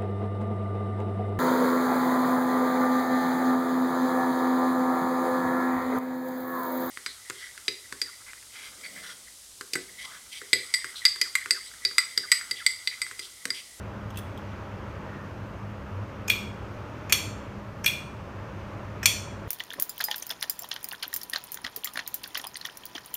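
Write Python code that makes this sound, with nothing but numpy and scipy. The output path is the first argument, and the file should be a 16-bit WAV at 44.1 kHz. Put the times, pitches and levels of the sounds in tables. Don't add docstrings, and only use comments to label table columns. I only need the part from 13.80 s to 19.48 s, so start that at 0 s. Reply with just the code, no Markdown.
import sys
import numpy as np
from scipy import signal
from scipy.fft import rfft, irfft, next_fast_len
from scipy.io import wavfile
from scipy.ndimage import uniform_filter1d, map_coordinates

SR = 44100
rng = np.random.default_rng(int(sys.argv[2]) if len(sys.argv) > 2 else 0)


def materialize(psi):
    bounded = np.clip(np.atleast_2d(psi).T, -1, 1)
    quanta = np.round(bounded * 32767).astype(np.int16)
    wavfile.write(sys.argv[1], SR, quanta)


def attenuation_scalar(level_db):
    decades = np.asarray(level_db, float) / 20
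    return 10 ** decades


N = 250488

# (time [s], strength [dB], rebound [dB], extra hardness [dB/octave], key tick [dB])
STROKE_EVENTS = [
    (2.4985, 0.1, -1, 0, 2.2),
    (3.3233, -0.84, -16, -0.8, -2),
    (4.0607, -0.5, 5, 2.7, 3),
    (5.2567, -0.8, 1, 0.5, 1.5),
]
# (delay [s], ring [dB], chatter [dB], chatter length [s], hardness [dB/octave])
SPRING_OUT_CONTACTS = [
    (0, -21.5, -14.5, 0.0019, 6.5),
    (.0022, -11, -30, 0.001, -2),
    (.0062, -46, -19, 0.019, 8.5),
    (.0168, -23.5, -20, 0.007, -2),
]
PULL_IN_CONTACTS = [
    (0, -20, 5.5, 0.0027, 4.5),
    (.003, -11.5, -1.5, 0.0065, 6),
    (.007, -50.5, -11, .005, 8.5),
    (0.015, -27.5, -14.5, 0.013, -4),
]
LOWER_HZ = [1700, 2290, 2420, 2785, 3340, 3415, 3505, 4310, 4460, 5150, 5580, 5890, 6440]
# (t60 [s], level springing out [dB],
# level pulled in [dB])
LOCK_MODES = [(0.02, -19, -42), (0.026, -35, -18.5), (0.0323, 1, -5.5), (0.021, -5, -15.5),
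              (0.13, -10, -9.5), (.07, -8.5, -9), (0.09, -30, -10.5), (0.022, -7, -8), (0.032, -21, -6.5),
              (0.0055, -19, -20), (0.029, -15, -4.5), (.005, -6, -2.5), (0.0054, -23, -6.5),
              (0.019, -18, -11), (0.0071, -22, -9.5), (0.0065, -15, -17), (0.0051, -8, -11.5),
               (.022, -16, -17.5), (0.0056, -39, -27.5), (0.023, -21, -20.5), (0.022, -16, -17),
               (.012, -12.5, -19), (.012, -27, -19.5), (.01, -18.5, -23.5), (.018, -39, -26),
               (.018, -26, -28.5)]
UPPER_HZ = [6850, 7250, 7900, 8550, 8870, 9600, 10950, 11610, 12200, 12650, 13650, 14540, 15250]
# (lead [s], ring [dB], chatter [dB], chatter length [s], hardness [dB/octave])
KEY_OFF_CONTACTS = [(.021, -73, -36, 0.0033, 1.5), (.0175, -37, -17.5, .0045, -3),
                    (.0143, -48, -34.5, 0.0044, -2.5)]
KEY_ON_CONTACTS = [(.0275, -39.5, -23, 0.0046, -4), (0.027, -39, -19, 0.012, -2.5)]
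# (frequency [Hz], t60 [s], level [dB])
BARREL_MODES = [(900, .004, -4), (1775, 0.011, -4.5), (2460, 0.025, -4.5), (3240, 0.0077, -8.5),
                (5270, 0.0043, 0.5), (5550, 0.0058, 2.5), (6690, 0.016, -1), (8040, 0.0044, -10),
                (9480, 0.0044, -15), (12300, .006, -7.5), (14700, .005, -12.5)]
# (time [s], ring [dB], hardness [dB/octave])
SETTLE_EVENTS = [(0.3042, -42, -4), (0.344, -47, -9), (.358, -43, -8), (.372, -33, 1.5),
                 (0.3818, -40.5, -2), (.388, -38.5, -2), (0.393, -45, -1.5), (.521, -58, -7),
                 (0.5754, -46, -4)]
# (frequency [Hz], t60 [s], level [dB])
FLANGE_MODES = [(1880, 0.0056, -7), (2750, 0.0087, -6.5), (3230, 0.0081, -3.5), (3370, 0.033, -10),
                (4770, 0.0079, -12.5), (5650, 0.0098, -12), (6300, 0.022, -11), (7500, 0.0033, -8),
                (8650, 0.008, -9), (10400, .02, -11), (11200, 0.021, -8), (11340, 0.017, -6.5),
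                (11900, 0.015, -3), (12800, .015, -18), (13300, 0.02, -6), (15000, .01, -10)]
# (frequency [Hz], t60 [s])
ROOM_T60 = [(1000, 0.34), (2500, 0.49), (5000, 0.48), (8000, 0.49), (11000, 0.31), (16000, 0.31)]
# (frequency [Hz], density [dB/Hz])
AIR_SPECTRUM = [(140, -17.5), (230, -4.5), (274, 0), (333, -2), (465, -4), (554, -3), (722, -12.5),
                (816, -6.5), (1240, -7), (2000, -16), (2700, -19.5), (3910, -30), (6390, -33), (8770, -49),
                (15400, -60)]
# (time [s], level [dB])
AIR_LEVEL = [(0.0, -43), (0.76, -42), (1.01, -43.5), (3.23, -43.5), (3.67, -43.5), (5.68, -44)]
# (frequency [Hz], density [dB/Hz])
RUMBLE_SPECTRUM = [(12, -25.5), (38, -7), (48, -1.5), (70, 3), (150, 0.5), (230, -12), (300, -48)]
# (frequency [Hz], width [Hz], level [dB], steady share [0-1])
HUM_DRONES = [(70.6, 12, -58.5, 0.9), (101, 10.2, -42.5, 0.03), (115.6, 45, -54.5, 1),
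              (202.7, 15, -47, 0.02), (613, 100, -53, 0.06)]
# (time [s], frequency [Hz], level [dB])
SQUEAL = [
    (1.17, 1850, -70),
    (1.27, 1860, -51),
    (1.44, 1815, -52),
    (1.52, 1800, -75),
]


def unit(x):
    return x / np.sqrt(np.mean(x ** 2) + 1e-20)


def along(points, hz):
    point_hz, value = np.transpose(points)
    return np.interp(np.log(hz + 1), np.log(point_hz + 1), value)


def curves(rows):
    knot_s, *columns = np.transpose(rows)
    return [np.interp(np.arange(N) / SR, knot_s, column) for column in columns]


def noise(gain):
    m = next_fast_len(N)
    spectrum = rfft(rng.standard_normal(m)) * gain(np.fft.rfftfreq(m, 1 / SR))
    return unit(irfft(spectrum, m)[:N])


def wobble(rate_hz):
    knots = rng.standard_normal(int(N * rate_hz / SR) + 4)
    return map_coordinates(knots, [np.arange(N) * rate_hz / SR])


def strikes(contacts, modes, scatter_db):
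    out = np.zeros(N + SR)
    t = np.arange(SR // 5) / SR
    hz, t60_s, mode_db = np.transpose(modes)[:, :, None]
    octaves = np.log2(hz / 4000)
    wave = np.sin(2 * np.pi * hz * t)
    swell = 1 - np.exp(-t * hz / 0.7)
    phase = (-1.) ** np.arange(len(hz))[:, None]
    pressed_t60_s = np.minimum(t60_s, 0.0031 * np.maximum(1, 5500 / hz) ** 2.34)
    chatter_tilt_db = 2.96 * np.log2(hz / 5500) * (1 + (hz < 5500)) / 2
    for start_s, ring_db, chatter_db, length_s, hard_db in contacts:
        level_db = mode_db + hard_db * octaves + scatter_db * rng.standard_normal(hz.shape)

        free_db = ring_db + level_db - 1.1 * octaves - 60 * t / t60_s
        hit = np.sum(attenuation_scalar(free_db) * swell * wave, axis=0)

        damped_db = chatter_db + level_db + chatter_tilt_db - 60 * t / pressed_t60_s
        damped = np.sum(attenuation_scalar(damped_db) * phase * wave, axis=0)[:SR // 30]

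        force = rng.standard_normal(SR // 20)
        force *= np.abs(force)
        force *= np.exp(-(t[:SR // 20] / length_s) ** 2)
        chatter = signal.fftconvolve(force / np.linalg.norm(force), damped)
        hit[:len(chatter)] += chatter
        out[round(start_s * SR):][:len(hit)] += hit
    return signal.sosfilt(signal.butter(2, 800, "high", fs=SR, output="sos"), out[:N])


def room(x, start_s):
    hz, t, z = signal.stft(rng.standard_normal(SR * 3 // 4), SR, nperseg=256)
    decay = attenuation_scalar(-60 * t / along(ROOM_T60, hz)[:, None])
    tail = signal.istft(z * decay, SR, nperseg=256)[1]
    tail *= 1 - np.exp(-(np.arange(len(tail)) / SR / 0.0013) ** 2)
    first = round(start_s * SR)
    wet = signal.fftconvolve(x[first:first + SR // 2], tail / np.linalg.norm(tail))
    return np.pad(wet, (first, N))[:N]


def bolt():
    modes = np.column_stack([LOWER_HZ + UPPER_HZ, LOCK_MODES])
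    out = np.zeros(N)
    for k, (start_s, db, rebound_db, hard_db, _) in enumerate(STROKE_EVENTS):
        pulled_in = k % 2
        contacts = (SPRING_OUT_CONTACTS, PULL_IN_CONTACTS)[pulled_in]
        contacts = np.add(contacts, [start_s, db, db, 0, hard_db])
        contacts[-1, 1:3] += rebound_db
        stroke = strikes(contacts, modes[:, [0, 1, 2 + pulled_in]], scatter_db=0.1)
        out += stroke + attenuation_scalar(-6.0) * room(stroke, start_s)
    return out


def key_switch():
    contacts = []
    for k, (start_s, *_, tick_db) in enumerate(STROKE_EVENTS):
        for lead_s, ring_db, chatter_db, length_s, hard_db in (KEY_OFF_CONTACTS, KEY_ON_CONTACTS)[k % 2]:
            contacts.append((start_s - lead_s, ring_db + tick_db, chatter_db + tick_db, length_s, hard_db))
    ticks = strikes(contacts, BARREL_MODES, scatter_db=2.5)
    return ticks + attenuation_scalar(-1.5) * sum(room(ticks, start_s - 0.1) for start_s, *_ in STROKE_EVENTS)


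def settling():
    chatter_over_ring_db, chatter_s = 8, 0.0068
    contacts = [(start_s, db, db + chatter_over_ring_db, chatter_s, hard_db)
                for start_s, db, hard_db in SETTLE_EVENTS]
    rattle = strikes(contacts, FLANGE_MODES, scatter_db=4.5)
    return rattle + attenuation_scalar(-10) * room(rattle, SETTLE_EVENTS[0][0] - 0.01)


def room_air():
    z = signal.stft(noise(lambda hz: attenuation_scalar(along(AIR_SPECTRUM, hz))), nperseg=512)[2]
    field = uniform_filter1d(rng.standard_normal(z.shape), 5, 0)
    field = uniform_filter1d(field, 12, 1)
    air = signal.istft(z * attenuation_scalar(0.78 * unit(field)), nperseg=512)[1][:N]
    level_db = curves(AIR_LEVEL)[0] + 1.0 + 0.6 * wobble(2.147)
    return attenuation_scalar(level_db) * unit(air)


def rumble():
    return attenuation_scalar(-43 + 0.68 * wobble(4.02)) * noise(lambda hz: attenuation_scalar(along(RUMBLE_SPECTRUM, hz)))


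def mains_hum():
    out = np.zeros(N)
    for centre_hz, width_hz, db, steady in HUM_DRONES:
        phase = 2 * np.pi * centre_hz * np.arange(N) / SR + 0.48 * wobble(3.09)
        tone = np.sqrt(2) * np.sin(phase)
        fuzz = noise(lambda hz: np.exp(-((hz - centre_hz) / width_hz) ** 2))
        out += attenuation_scalar(db) * (np.sqrt(steady) * tone + np.sqrt(1 - steady) * fuzz)
    return out


def far_squeal():
    hz, db = curves(SQUEAL)
    level = attenuation_scalar(db + 1.5 * wobble(60.))
    return level * np.sin(2 * np.pi * np.cumsum(hz + 45 * wobble(90.)) / SR)


def background():
    return room_air() + rumble() + mains_hum() + far_squeal()


def scene():
    return (bolt() + key_switch() + settling() + background())[None]


def top_cut(x):
    return signal.sosfilt(signal.butter(12, 16810, fs=SR, output="sos"), x)


def record(dry):
    held = dry / (1 + np.abs(dry / 0.8) ** 6) ** (1 / 6)
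    band = signal.sosfilt(signal.cheby1(12, 0.5, 15450, fs=SR, output="sos"), held)
    return top_cut(band)


dry = scene()
out = record(dry)
materialize(out)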